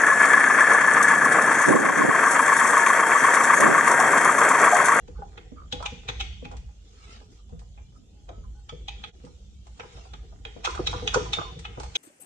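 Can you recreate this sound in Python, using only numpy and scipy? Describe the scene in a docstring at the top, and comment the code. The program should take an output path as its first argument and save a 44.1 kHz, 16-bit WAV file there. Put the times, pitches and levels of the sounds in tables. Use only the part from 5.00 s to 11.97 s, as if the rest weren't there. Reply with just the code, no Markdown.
"""Truck wheel on a jack dolly

A truck wheel is worked up on a hydraulic jack dolly in a workshop, close to the microphone.
Micro-impacts excite resonances: the loose steel pump linkage clanks, the frame knocks, the big tyre thuds.
Stick-slip makes the frame creak and groan twice; shaped noise makes the tyre's boom and rustling work clothes.
The hall answers with a diffuse tail over a faint hiss, and the level dips briefly once."""
import sys
import numpy as np
from scipy import signal
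from scipy.fft import rfft, irfft, next_fast_len
from scipy.io import wavfile
from scipy.ndimage import uniform_filter1d, map_coordinates

SR = 44100
rng = np.random.default_rng(int(sys.argv[2]) if len(sys.argv) > 2 else 0)


def store_wav(level_fs):
    """Save 16-bit WAV to argv[1]."""
    pcm = np.round(np.clip(np.atleast_2d(level_fs), -1, 1) * 32767)
    wavfile.write(sys.argv[1], SR, pcm.T.astype(np.int16))


N = 307377
PRE_S = .03  # room for the scrape ahead of each blow
DIP_S = 4.118  # centre of the brief level dip; the handle's joint ring and the echo stop here


def amp(db):
    """Logarithmic level: decibels to amplitude gain."""
    return 10 ** (np.asarray(db) / 20)


def unit(x):
    """Energy normalisation: scale to rms 1."""
    return x / np.sqrt(np.mean(x ** 2) + 1e-20)


def crest(x, size=700):
    """Short-time energy: scale so that the loudest moment has rms 1."""
    power = uniform_filter1d(np.mean(x ** 2, 0), size)
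    return x / np.sqrt(power.max() + 1e-20)


def along(points, hz):
    """Logarithmic pitch scale: interpolate (frequency, value) points on it."""
    f, v = np.transpose(points)
    return np.interp(np.log(hz + 1), np.log(f + 1), v)


def envelope(rows):
    """Piecewise linear envelope: one value per sample from (time, value) rows."""
    s, values = np.transpose(rows)
    return np.interp(np.arange(N) / SR, s, values)


def wobble(rate, size=N):
    """Slow random modulation: a smooth curve with rate knots a second."""
    knots = rng.standard_normal(int(size * rate / SR) + 4)
    return map_coordinates(knots, [np.arange(size) * rate / SR])


def filtered(x, response):
    """Linear filtering: the spectrum of x times a complex frequency response."""
    n = x.shape[-1]
    m = next_fast_len(n + 8192)
    return irfft(rfft(x, m) * response(np.fft.rfftfreq(m, 1 / SR)), m)[..., :n]


def body(modes):
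    """Modal superposition: response of (frequency, bandwidth, level) resonances of alternating sign."""
    def response(f):
        return sum((-1) ** k * amp(db) * 1j * f * width / (centre * centre - f * f + 1j * f * width)
                   for k, (centre, width, db) in enumerate(modes))
    return response


def band(x, lo_hz, hi_hz, order=3):
    """Causal Butterworth band-pass."""
    edges = [lo_hz, min(hi_hz, SR / 2 - 1)]
    return signal.sosfilt(signal.butter(order, edges, "band", fs=SR, output="sos"), x)


# left-right correlation of the sound field: (frequency [Hz], correlation [-1 to 1])
CORRELATION = [(60, 0.98), (120, 0.87), (250, 0.4), (520, 0.7), (1000, -0.63), (2200, 0.1), (4400, -0.25),
               (9000, 0.11)]


def spread(pair):
    """Interaural coherence: two unrelated signals become left and right, correlated by frequency."""
    def mid_side(hz):
        turn = np.arccos(np.clip(along(CORRELATION, hz), -1, 1)) / 2
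        return np.array([np.cos(turn), np.sin(turn)])
    mid, side = filtered(pair, mid_side)
    return np.array([mid + side, mid - side])


def noise(spectrum):
    """Coloured noise: random stereo hiss of rms 1 with the given spectrum."""
    coloured = filtered(rng.standard_normal((2, N)), lambda hz: amp(along(spectrum, hz)))
    return unit(spread(coloured))


def random_gain(x, depth_db=4.5):
    """Time-frequency modulation: give noise a random gain that varies over time and frequency."""
    z = signal.stft(x, nperseg=1024)[2]
    field = uniform_filter1d(rng.standard_normal(z.shape[1:]), size=4, axis=0)
    field = uniform_filter1d(field, size=5, axis=1)
    return unit(signal.istft(z * amp(depth_db * unit(field)), nperseg=1024)[1][:, :N])


def add(track, s, sound):
    """Superposition: mix a sound into a track at time s."""
    start = max(round(s * SR), 0)
    part = track[:, start:start + sound.shape[-1]]
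    part += sound[..., :part.shape[-1]]


def chatter(lead_s, t60_s, grit_db, lead_db=-16, size=12288):
    """Contact force: a scrape swells into the blow, then uneven micro-impacts decay exponentially."""
    t = np.arange(size) / SR - PRE_S
    sizes = amp(grit_db * np.repeat(rng.standard_normal(size // 32), 32))
    scrape = amp(lead_db - 20 * np.abs(t) / lead_s)  # 20 dB in each lead_s
    blow = np.clip(t / .001, 0, 1) * amp(-60 * np.maximum(t - .002, 0) / t60_s)
    return spread(rng.standard_normal((2, size)) * sizes * np.maximum(scrape, blow))


def nearest(modes, hz):
    """Modal selection: the mode that lies closest to a pitch."""
    return min(modes, key=lambda mode: abs(mode[0] - hz))


def sing(hz, t60_s, size=16384):
    """Free decay of one mode: it rings on while the chafing contact roughens its pitch and level."""
    t = np.arange(size) / SR
    chafe = np.array([wobble(70, size=size), wobble(70, size=size)])
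    phase = 2 * np.pi * (hz * t + rng.random()) + .35 * chafe + np.array([[0], [1.2]])
    fade = amp(2.5 * chafe[::-1] - 60 * t / t60_s)
    onset = 1 - np.exp(-t / .003)
    return crest(np.sin(phase) * fade * onset)


# linkage blows: (time [s], stop it hits, bite level [dB], body level [dB], edge level [dB],
# scrape-in level [dB], favoured pitch [Hz], level of its ring [dB])
CLANKS = [(0.0812, "front", -60, -53.5, -61.5, 6, 3130, -86),
          (0.3736, "back", -45.5, -43.5, -63, -13, 3270, -67),
          (0.7235, "front", -28, -39, -39.5, -7.5, 3930, -48),
          (0.8607, "back", -28, -33.5, -39, 5, 2340, -52),
          (1.0868, "front", -28.5, -32.5, -40.5, -1, 4130, -38),
          (1.206, "back", -27, -35, -40.5, 3, 2420, -55), (1.4499, "back", -43, -44, -57, 1, 2580, -56),
          (2.7749, "back", -63, -54, -82, -11, 2360, -70),
          (3.288, "front", -52.5, -51, -60.5, -3, 2386, -71),
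          (3.69, "back", -40, -41, -51.5, -15, 3260, -55),
          (3.8817, "front", -32, -38.5, -47.5, -11, 2540, -46.5),
          (4.0362, "back", -34.5, -39, -55.5, -9, 3356, -49),
          (4.796, "back", -42.5, -38, -54, -14, 2480, -69),
          (5.133, "back", -45, -43.5, -56, -16, 3620, -64),
          (5.45, "front", -36.5, -39, -55, -24, 3270, -54),
          (5.647, "back", -26, -26.5, -32.5, -7, 2540, -41),
          (5.8692, "back", -22.5, -31, -32.5, -3.5, 3800, -38.5),
          (6.0729, "front", -22, -33, -34, -12, 3300, -40),
          (6.1407, "back", -36, -24.5, -27, -9.5, 3187, -47),
          (6.332, "back", -24, -32.5, -34, -4.5, 3610, -27.5),
          (6.6495, "back", -35, -37.5, -56.5, -3, 3050, -53),
          (6.952, "front", -22, -35, -33, -19, 3735, -30)]
# linkage resonances before the shifts of each blow:
# (frequency [Hz], bandwidth [Hz], level at front stop [dB], level at back stop [dB])
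LINKAGE = [(820, 52, 4.5, 3), (1260, 88, 0.5, 2.5), (1465, 350, -9, -9.5), (2173, 40, -14, -6),
           (2303, 39, -9, -4.5), (2540, 105, 2.5, 2.5), (3050, 216, -1, 0), (3370, 64, 6, 5.5),
           (3620, 80, 4, 2), (3865, 240, 0.5, -1), (4390, 95, -22, -9.5), (4743, 67, -7.5, -7),
           (5570, 120, -17, -8.5), (6010, 190, -9, -7), (6260, 150, -5, -8.5), (6580, 55, -6, -11),
           (6880, 180, -19.5, -17), (7220, 110, -10.5, -9), (8620, 180, -13, -9.5)]
# long ringing modes of the steel handle: (frequency [Hz], level [dB], free t60 [s])
HANDLE = [(2138, -10, .6), (2360, -9, .6), (2454, -9, .6), (2537, -4, .6), (2620, -9, .5), (2980, -10, .6),
          (3187, -4, .6), (3355, -4, .55), (3420, -7, .55), (3560, -9, .6), (3634, -1, .55), (3820, -7, .4),
          (3930, -8, .12), (4430, -22, .6), (4710, -14, .6), (4785, -14, .5), (5520, -20, .45),
          (5630, -19, .5), (6070, -17, .5), (7180, -19, .45)]
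# body, bite and edge ranges of a clank, in that order: (low edge [Hz], high edge [Hz])
CLANK_RANGES = [(600, 2320), (2000, 4190), (4400, 7590)]
SCRAPE_S, CLANK_T60_S = 0.0097, 0.061  # the scrape into each clank and the rattle after it
LOOSE = .007  # spread of the share by which the slack joint shifts its resonances
HANDLE_DB = -24.5  # ring of all the handle's modes, relative to the bite
GRIP_DAMPING = .42  # share of its free ring time that the favoured mode keeps


def clanks():
    """Impact excitation: the linkage rattles on its stops; the harder the bite, the louder the handle rings."""
    out, t = np.zeros((2, N)), np.arange(SR) / SR
    hz, level, life = np.transpose(HANDLE)[:, :, None]
    fade = amp(level - 60 * t / life) * (1 - np.exp(-t / 0.0035))
    sine = fade * np.sin(2 * np.pi * hz * t)
    cosine = fade * np.cos(2 * np.pi * hz * t)
    for s, stop, bite_db, body_db, edge_db, scrape_db, pitch_hz, ring_db in CLANKS:
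        modes = []
        for centre, width, front_db, back_db in LINKAGE:
            stop_db = front_db if stop == "front" else back_db
            # the point of contact favours the resonances around one pitch
            favour_db = 4 * np.exp(-((centre - pitch_hz) / 450) ** 2)
            shifted_hz = centre * (1 + LOOSE * rng.normal())
            modes.append((shifted_hz, width, stop_db + favour_db + rng.normal(0, 1.88)))
        force = chatter(SCRAPE_S, CLANK_T60_S, grit_db=3.8, lead_db=scrape_db)
        steel = filtered(force, lambda f: body(modes)(f) + amp(-17))
        for db, edges in zip([body_db, bite_db, edge_db], CLANK_RANGES):
            add(out, s - PRE_S, amp(db) * crest(band(steel, *edges, order=4)))
        ring = rng.standard_normal((2, len(hz))) @ sine + rng.standard_normal((2, len(hz))) @ cosine
        heard = (s > DIP_S) | (s + t < DIP_S)  # the joint ring of all modes stops at the dip
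        add(out, s, amp(bite_db + HANDLE_DB) * crest(ring) * heard)
        mode_hz, _, t60_s = nearest(HANDLE, pitch_hz)
        add(out, s, amp(ring_db) * sing(mode_hz, GRIP_DAMPING * t60_s))
    return out


# light touches of loose parts: (time [s], level [dB])
TICKS = [(0.825, -45.5), (1.514, -54), (1.5674, -51), (2.492, -67), (2.592, -55.5), (4.2485, -56.5),
         (4.668, -58), (5.67, -45), (5.705, -43.5), (5.7502, -43.5), (5.9083, -46.5), (6.204, -52),
         (6.2552, -52), (6.5899, -46), (6.7987, -41.5), (6.8326, -44)]


def ticks():
    """Light contact: small parts touch in brief, bright bursts of micro-impacts."""
    out = np.zeros((2, N))
    for s, db in TICKS:
        force = chatter(0.0021, 0.08, grit_db=0)
        add(out, s - PRE_S, amp(db) * crest(band(force, 810, 7240)))
    return out


# frame blows: (time [s], level [dB], favoured pitch [Hz], rattle t60 [s], level of the singing mode [dB])
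KNOCKS = [(0.221, -40, 788, .037, -58), (0.734, -49, 820, 0.28, -41), (0.803, -36.5, 720, 0.1, -63),
          (0.8267, -36, 957, 0.052, -48), (0.843, -39, 1005, 0.047, -45), (0.856, -37, 830, 0.029, -38.5),
          (1.089, -46, 820, .04, -64), (1.452, -48, 800, 0.1, -47), (1.514, -41.5, 720, 0.08, -64),
          (1.538, -46.5, 760, 0.044, -55), (1.562, -63, 780, 0.037, -72), (1.69, -60, 810, 0.037, -68),
          (2.212, -55, 800, 0.072, -66), (2.391, -65, 1170, .067, -73), (2.495, -62, 780, 0.028, -62),
          (2.525, -59, 640, 0.1, -70), (2.617, -54.5, 750, 0.042, -69), (2.776, -59.5, 715, 0.2, -68),
          (3.288, -41.5, 636, 0.17, -48.5), (3.33, -62, 1280, .14, -59), (3.439, -63.5, 1100, .07, -60.5),
          (4.24, -64.5, 640, 0.034, -78), (4.267, -53, 900, 0.054, -76), (4.668, -54.5, 800, 0.085, -68),
          (4.797, -43, 820, 0.037, -63), (4.834, -46, 860, 0.11, -62), (4.972, -49.5, 690, 0.18, -53.5),
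          (5.054, -51, 790, 0.043, -54.5), (5.325, -54, 710, 0.083, -67), (5.565, -50.5, 615, 0.087, -54),
          (5.669, -31.5, 1340, 0.025, -52.5), (5.675, -26, 1200, 0.029, -56),
          (5.749, -38.5, 1410, .06, -55), (5.756, -39.5, 800, 0.068, -59), (5.777, -35, 1300, 0.065, -55),
          (5.796, -37.5, 718, 0.037, -48), (5.93, -33.5, 1000, .05, -46),
          (5.938, -31.5, 1200, 0.031, -42.5), (6.022, -43.5, 820, .04, -54), (6.144, -25, 1200, 0.019, -42),
          (6.16, -33, 937, 0.049, -41), (6.171, -31.5, 1000, 0.036, -42), (6.185, -38, 1400, .04, -46),
          (6.204, -38, 1250, .05, -45), (6.257, -40, 1000, .04, -44.5), (6.371, -40, 820, .04, -48),
          (6.386, -28, 1180, 0.075, -40), (6.415, -33, 1150, 0.032, -59), (6.431, -40, 1200, 0.029, -61),
          (6.7745, -40, 794, .067, -51), (6.803, -38.5, 824, .03, -51), (6.831, -41.5, 797, 0.13, -53)]
# resonances of the frame and rim: (frequency [Hz], bandwidth [Hz], level [dB])
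FRAME = [(680, 40, -10), (765, 22, -6), (822, 16, 0), (920, 14, -1), (966, 14, -3), (995, 12, 1),
         (1024, 12, -2), (1180, 24, -6), (1222, 14, 3), (1287, 18, -5), (1410, 20, 0), (1440, 22, -1),
         (1510, 50, -18)]
FAVOUR_WIDTH_HZ = 280  # how wide a range of frame modes one knock reaches
FRAME_SING_S = .22  # t60 of the frame mode that sings on


def knocks():
    """Modal excitation: the pitch favoured by a blow selects which frame resonances speak and which sings on."""
    out = np.zeros((2, N))
    for s, db, pitch_hz, t60_s, ring_db in KNOCKS:
        force = chatter(0.019, t60_s, grit_db=1.0)
        favour = body([(pitch_hz, FAVOUR_WIDTH_HZ, 0)])
        ring = filtered(force, lambda f: (body(FRAME)(f) + amp(-0.5)) * favour(f))
        add(out, s - PRE_S - .002, amp(db) * crest(band(ring, 333, 1490, order=5)))
        add(out, s, amp(ring_db) * sing(nearest(FRAME, pitch_hz)[0], t60_s=FRAME_SING_S))
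    return out


# strained joints: (time [s], length [s], level [dB], mean pitch [Hz], overtone level [dB], share of grain [0-1])
CREAKS = [(0.149, 0.063, -55, 1220, -9, 0.8), (0.176, 0.073, -49.5, 829, -4, 0.5),
          (0.221, 0.031, -35.5, 796, -24, 0.14), (0.559, 0.11, -46.5, 1210, -33, 0.8),
          (0.581, .024, -45, 1260, -20, 0.26), (0.828, .045, -38, 1310, -20, 0),
          (1.51, 0.057, -50, 810, -22, 0.4), (2.945, 0.042, -59, 1260, -12, 1),
          (3.121, 0.23, -70, 824, -14, 0.33), (3.431, 0.033, -57, 1230, -16, 0.75),
          (3.55, 0.1, -61, 825, -7, 0.3), (5.694, .022, -33, 1005, -23, 0.2),
          (5.722, .045, -39.5, 1010, -28, 0), (6.141, 0.028, -23.5, 1447, -29, 0.36),
          (6.448, .075, -41.5, 1025, -32, 0.53)]
OVERTONE_RATIO = 1.8  # the second bending mode over the first
SAG, ROUGHNESS_RAD = 0.017, 0.47  # share of pitch lost over a creak, and its phase flutter
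SLIPS_PER_S, SLIP_WIDTH_HZ = 380, 60  # mean pace of the catches, and the width of the modes they strike


def creaks():
    """Stick-slip: a joint slips unevenly on two bending modes, or locks into a tone that sags as strain eases."""
    out = np.zeros((2, N))
    for s, length, db, pitch_hz, overtone_db, grain in CREAKS:
        size = int(length * SR) + SR // 20
        u = np.minimum(np.arange(size) / SR / length, 1)
        swell = np.sin(np.pi * np.sqrt(u))
        flutter = np.array([wobble(110, size=size), wobble(110, size=size)])
        sagging_hz = pitch_hz * (1 + SAG * (.5 - u))
        phase = 2 * np.pi * np.cumsum(sagging_hz) / SR + ROUGHNESS_RAD * flutter
        partials = np.sin(phase) + amp(overtone_db) * np.sin(OVERTONE_RATIO * phase)
        tone = swell * partials * amp(3.2 * flutter[::-1])
        catches = (np.cumsum(rng.exponential(size=160)) * SR / SLIPS_PER_S).astype(int)
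        force = swell * np.bincount(catches, minlength=size)[:size] * rng.standard_normal((2, size))
        modes = [(pitch_hz, SLIP_WIDTH_HZ, 0), (OVERTONE_RATIO * pitch_hz, SLIP_WIDTH_HZ, overtone_db)]
        slips = band(filtered(force, body(modes)), .7 * pitch_hz, 1600)
        add(out, s, amp(db) * crest((1 - grain) * unit(tone) + grain * unit(slips), size=400))
    return out


# drops of the wheel in its cradle: (time [s], boom level [dB], hollow level [dB])
THUDS = [(0.081, -47.5, -44), (0.189, -42.5, -45.5), (0.377, -89, -46), (0.52, -38, -49.5),
         (0.73, -35, -45), (0.922, -40.5, -45), (1.089, -38, -40), (1.424, -39, -44), (1.453, -41, -48),
         (1.529, -53, -50), (2.215, -58, -57), (2.524, -38.5, -51.5), (3.29, -73, -47.5), (3.379, -44, -56),
         (3.724, -40, -42), (4.24, -42, -46), (4.273, -51, -67), (4.8, -55, -44), (4.846, -59, -48.5),
         (5.132, -46.5, -53.5), (5.456, -57, -46.5), (5.563, -45.5, -43.5), (5.672, -50, -36.5),
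         (5.796, -35.5, -32.5), (5.884, -46, -40), (5.935, -61, -38.5), (6.024, -37, -36),
         (6.156, -30.5, -24), (6.203, -39, -36.5), (6.376, -45, -35.5), (6.562, -40, -50),
         (6.774, -38.5, -38.5), (6.956, -60, -41)]
# resonances of the wheel in its cradle: (frequency [Hz], bandwidth [Hz], level [dB])
WHEEL = [(108, 25, 1), (166, 10, 7), (245, 35, -8), (321, 20, 1), (362, 25, -6), (421, 13, 3), (490, 40, 1),
         (525, 30, -7), (660, 60, -17)]
THUD_T60_S = 0.062  # how long the wheel chatters after a drop
CONTACT_DB = -15.5  # the hard tap of the cradle, relative to the hollow knock
CAVITY_HZ, CAVITY_T60_S = 166, .4  # the air inside the tyre
CAVITY_DB = -9.5  # peak of its hum, relative to the boom's level


def thuds():
    """Impact and cavity resonance: each drop booms, knocks hollow and taps hard, then the tyre's air hums."""
    out = np.zeros((2, N))
    t = np.arange(SR // 2) / SR
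    for s, boom_db, hollow_db in THUDS:
        force = chatter(0.0028, THUD_T60_S, grit_db=3)
        modes = [(c, w, db + rng.normal(0, 2.5)) for c, w, db in WHEEL]  # never the same spot
        wheel = filtered(force, lambda f: body(modes)(f) + amp(-6))
        boom = amp(boom_db) * crest(band(wheel, 68, 250, order=2))
        hollow = amp(hollow_db) * crest(band(wheel, 303, 498))
        tap = amp(hollow_db + CONTACT_DB) * crest(band(force, 588, 990))
        add(out, s - PRE_S - .002, boom + hollow + tap)
        hum = np.sin(2 * np.pi * CAVITY_HZ * t)
        add(out, s, amp(boom_db + CAVITY_DB - 60 * t / CAVITY_T60_S) * hum)
    return out


# short slips of the load: (time [s], length [s], first slip rate [Hz], last slip rate [Hz], level [dB])
GROANS = [(5.792, 0.0174, 420, 287, -25.5), (6.1563, 0.023, 471, 500, -17)]


def groans():
    """Periodic stick-slip: steel slips for a few cycles with fading harmonics, then grips again at once."""
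    out = np.zeros((2, N))
    for s, length, first_hz, last_hz, db in GROANS:
        t = np.arange(int(length * SR)) / SR
        rate_hz = first_hz + (last_hz - first_hz) * t / length
        phase = 2 * np.pi * np.cumsum(rate_hz) / SR + np.array([[.2], [-.2]])  # the left leads
        harmonics = 0.91 * np.sin(2 * phase) + 0.44 * np.sin(3 * phase)
        slips = np.sin(phase) + np.exp(-t / 0.0053) * harmonics
        add(out, s, amp(db) * unit(slips * signal.windows.tukey(len(t), .4)))
    return out


# rocking of the tyre, before the boom's gain: (time [s], level [dB])
ROCKING = [(0.0, -54), (0.21, -40), (0.49, -45), (1.16, -39), (1.65, -41.5), (1.75, -55), (1.82, -46.5),
           (2.45, -51), (2.68, -42), (3.03, -52.5), (3.49, -41.5), (3.71, -48.5), (3.75, -40),
           (4.04, -43.5), (4.08, -52.5), (4.72, -43.5), (4.78, -54), (4.97, -45), (5.69, -47.5),
           (5.71, -39.5), (6.25, -39.5), (6.76, -46), (6.87, -35.5), (6.97, -53)]
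# rolling on the cradle, the reference for tread, loose parts and sleeves: (time [s], level [dB])
ROLLING = [(0.0, -58.5), (0.33, -51.5), (0.58, -61), (1.03, -51), (1.2, -45), (1.55, -69), (1.71, -65),
           (3.03, -65.5), (3.88, -60.5), (4.08, -48.5), (4.15, -53), (4.62, -80), (4.85, -52),
           (5.45, -57.5), (5.88, -38), (6.06, -36.5), (6.25, -40), (6.41, -45), (6.97, -51)]
# colour of the tyre's boom: (frequency [Hz], spectrum level [dB])
BOOM_COLOUR = [(13, -58), (22, 3), (38, -4), (59, 3), (134, -16), (168, -20), (200, -15.5), (260, -52),
               (440, -120)]
# colour of the rolling tread: (frequency [Hz], spectrum level [dB])
TREAD_COLOUR = [(41, -17), (70, -5), (269, -28), (478, -21.5), (566, -42.5), (781, -20.5), (925, -49),
                (1290, -49.5), (2000, -30), (2600, -87), (4400, -120)]
BOOM_DB, BOOM_BEAT_DB, BOOM_KNOTS_PER_S = 3.5, 2.5, 7.5  # gain, and depth and pace of its random beating
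TREAD_DB = -1  # relative to the rolling


def tyre():
    """Resonance under noise: the rocking tyre booms and beats unevenly; its tread stirs the wheel's modes."""
    boom = unit(filtered(noise(BOOM_COLOUR), lambda f: 1 + abs(body([(53, 7, 4)])(f))))  # lowest mode
    swell = np.sqrt(abs(uniform_filter1d(np.mean(boom ** 2, 0), size=6000)) + 1e-6)
    boom_db = envelope(ROCKING) + BOOM_DB + BOOM_BEAT_DB * wobble(BOOM_KNOTS_PER_S)
    steady = boom / swell  # its own swells are evened out first
    deep = filtered(amp(boom_db) * steady, lambda f: f ** 10 / (f ** 10 + 32 ** 10))
    tread = band(noise(TREAD_COLOUR), 100, 1600, order=2) * amp(4 * wobble(28))
    roll = unit(filtered(tread, lambda f: 1.5 + abs(body(WHEEL)(f))))
    return deep + amp(envelope(ROLLING) + TREAD_DB) * roll


def rattle():
    """Random impulse train: sparse tiny contacts tap the frame, louder while the wheel rolls."""
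    struck = rng.random(N) < 60 / SR  # about 60 taps a second
    taps = struck * amp(rng.uniform(-15, 0, N)) * rng.choice([-1, 1], (2, N))
    frame = filtered(spread(taps), lambda f: body(FRAME)(f) + amp(-8))
    return amp(envelope(ROLLING) - 13) * unit(band(frame, 550, 2000))  # 13 dB under the rolling


# brushes of work clothes: (time of peak [s], peak level [dB], rise over 20 dB [s], fall over 20 dB [s])
BRUSHES = [(1.88, -58.5, 0.15, .2), (2.13, -49, 0.41, 0.2), (2.38, -57.5, 0.38, 0.076),
           (4.24, -60.5, 0.38, 1), (4.98, -51, 0.51, 0.3), (5.76, -51.5, 0.54, .5), (6.2, -53, .4, .4),
           (6.82, -50, 0.19, 0.54)]
# colour of rubbed cloth: (frequency [Hz], spectrum level [dB])
CLOTH_COLOUR = [(240, -41.5), (400, -4.5), (488, -4.5), (543, -19.5), (777, -12.5), (1100, -15.5),
                (1300, -7), (1720, -17), (2460, -12), (6320, -15.5), (8580, -28), (9540, -27),
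                (12400, -72.5), (21000, -120)]
SLEEVE_DB = -11  # relative to the rolling
FIBRE_HZ, DRAG_GROWTH = 2800, 0.69  # top of the drag range, and the power by which drag outgrows the hiss


def rustle():
    """Friction noise: sleeves stir and moves swell into brushes; light rubbing hisses, hard rubbing also drags."""
    t = np.arange(N) / SR
    moves = [amp(db - 20 * np.maximum((s - t) / rise, (t - s) / fall)) for s, db, rise, fall in BRUSHES]
    rubbing = np.max(moves + [amp(envelope(ROLLING) + SLEEVE_DB)], axis=0)
    cloth = random_gain(noise(CLOTH_COLOUR))

    def drag_range(f):
        return f ** 4 / (f ** 4 + 700 ** 4) * FIBRE_HZ ** 6 / (f ** 6 + FIBRE_HZ ** 6)
    drag = filtered(cloth, drag_range)
    pressure = np.minimum(rubbing / amp(-55), 1) ** DRAG_GROWTH * amp(1.7 * wobble(7.2))
    flicker = amp(0.76 * wobble(25) + 1.3 * wobble(180))
    return rubbing * flicker * (cloth + (pressure - 1) * drag)


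# colour of the background hiss: (frequency [Hz], spectrum level [dB])
HISS_COLOUR = [(100, -13), (190, -11.5), (400, -19.5), (850, -33.5), (1900, -45), (3200, -28), (4800, -36),
               (7200, -29.5), (8600, -46), (9600, -37.5), (12300, -25.5), (14000, -100)]


def hiss():
    """Stationary background noise: a faint, steady hiss with random uneven gain in time and frequency."""
    return amp(-57.5) * random_gain(noise(HISS_COLOUR))


# reverberation time of the hall: (frequency [Hz], t60 [s])
HALL_T60 = [(100, 0.33), (500, 0.46), (1200, 0.29), (3000, 0.82), (6000, 0.69), (10000, 0.36)]
HALL_PIECE_S = .3  # each piece of sound this long gets a new random tail


def hall(x):
    """Diffuse reverberation: an uneven, ever-new noise tail in which each frequency dies at its own speed."""
    out, step = np.zeros(x.shape), round(HALL_PIECE_S * SR)
    for start in range(0, x.shape[1], step):
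        hz, t, z = signal.stft(rng.standard_normal((2, 30000)), SR, nperseg=2048)
        uneven = amp(3 * rng.standard_normal((len(hz), 1)))
        decay = amp(-60 * t / along(HALL_T60, hz)[:, None])
        tail = spread(signal.istft(z * uneven * decay, SR, nperseg=2048)[1])
        tail *= 1 - np.exp(-np.arange(tail.shape[1]) / SR / 0.0055)
        tail /= np.linalg.norm(tail[0])
        add(out, start / SR, signal.fftconvolve(x[:, start:start + step], tail, axes=1))
    return out


# how much the hall answers linkage, frame, wheel and groans, in that order: (level [dB])
ECHO_LEVELS = [-9.5, -11, -6.5, -29]
# the linkage as the hall hears it: (frequency [Hz], gain [dB])
FAR_COLOUR = [(700, 1.5), (1300, -0.5), (2100, 6), (2550, -3.5), (2790, 0.5), (3050, -1), (3400, -0.5),
              (3900, -5.5), (4400, 2), (6000, 1.5), (8000, 2.5)]
# stereo balance of the whole scene: (frequency [Hz], left over right [dB])
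BALANCE = [(60, -1.5), (100, 0), (300, -1), (560, 3.5), (1100, -4), (1700, -1.5), (3000, 0), (5200, 1),
           (8500, -5)]
FRAME_BALANCE_DB = -0.5  # left over right: the frame stands slightly to the right


def scene():
    """Superposition of direct and diffuse sound; the echo stops short at the level dip."""
    frame_pan = amp(np.array([[FRAME_BALANCE_DB], [-FRAME_BALANCE_DB]]) / 2)
    frame = (knocks() + creaks()) * frame_pan
    linkage, others = clanks() + ticks(), [frame, thuds(), groans()]
    far = filtered(linkage, lambda hz: amp(along(FAR_COLOUR, hz)))
    sent = sum(amp(db) * part for db, part in zip(ECHO_LEVELS, [far] + others))
    echo = np.hstack([hall(piece) for piece in np.split(sent, [round(DIP_S * SR)], axis=1)])
    mix = linkage + sum(others) + echo + rattle() + tyre() + rustle() + hiss()
    return filtered(mix, lambda hz: amp(np.array([along(BALANCE, hz), -along(BALANCE, hz)]) / 2))


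def record(dry):
    """Gain dip and transducer response: the level dips briefly once; the microphone rolls off in the top
    treble."""
    colour = [(7000, -2.0), (8700, -1.0), (9600, -12.0), (12000, -29.5)]  # (frequency [Hz], gain [dB])
    t = np.arange(N) / SR
    dip = amp(-13 * np.exp(-((t - DIP_S) / .017) ** 2))  # 13 dB deep
    dulled = filtered(dry * dip, lambda hz: amp(along(colour, hz)))
    return filtered(dulled, lambda hz: hz < 12300)  # nothing above this pitch


dry = scene()
out = record(dry)
store_wav(out)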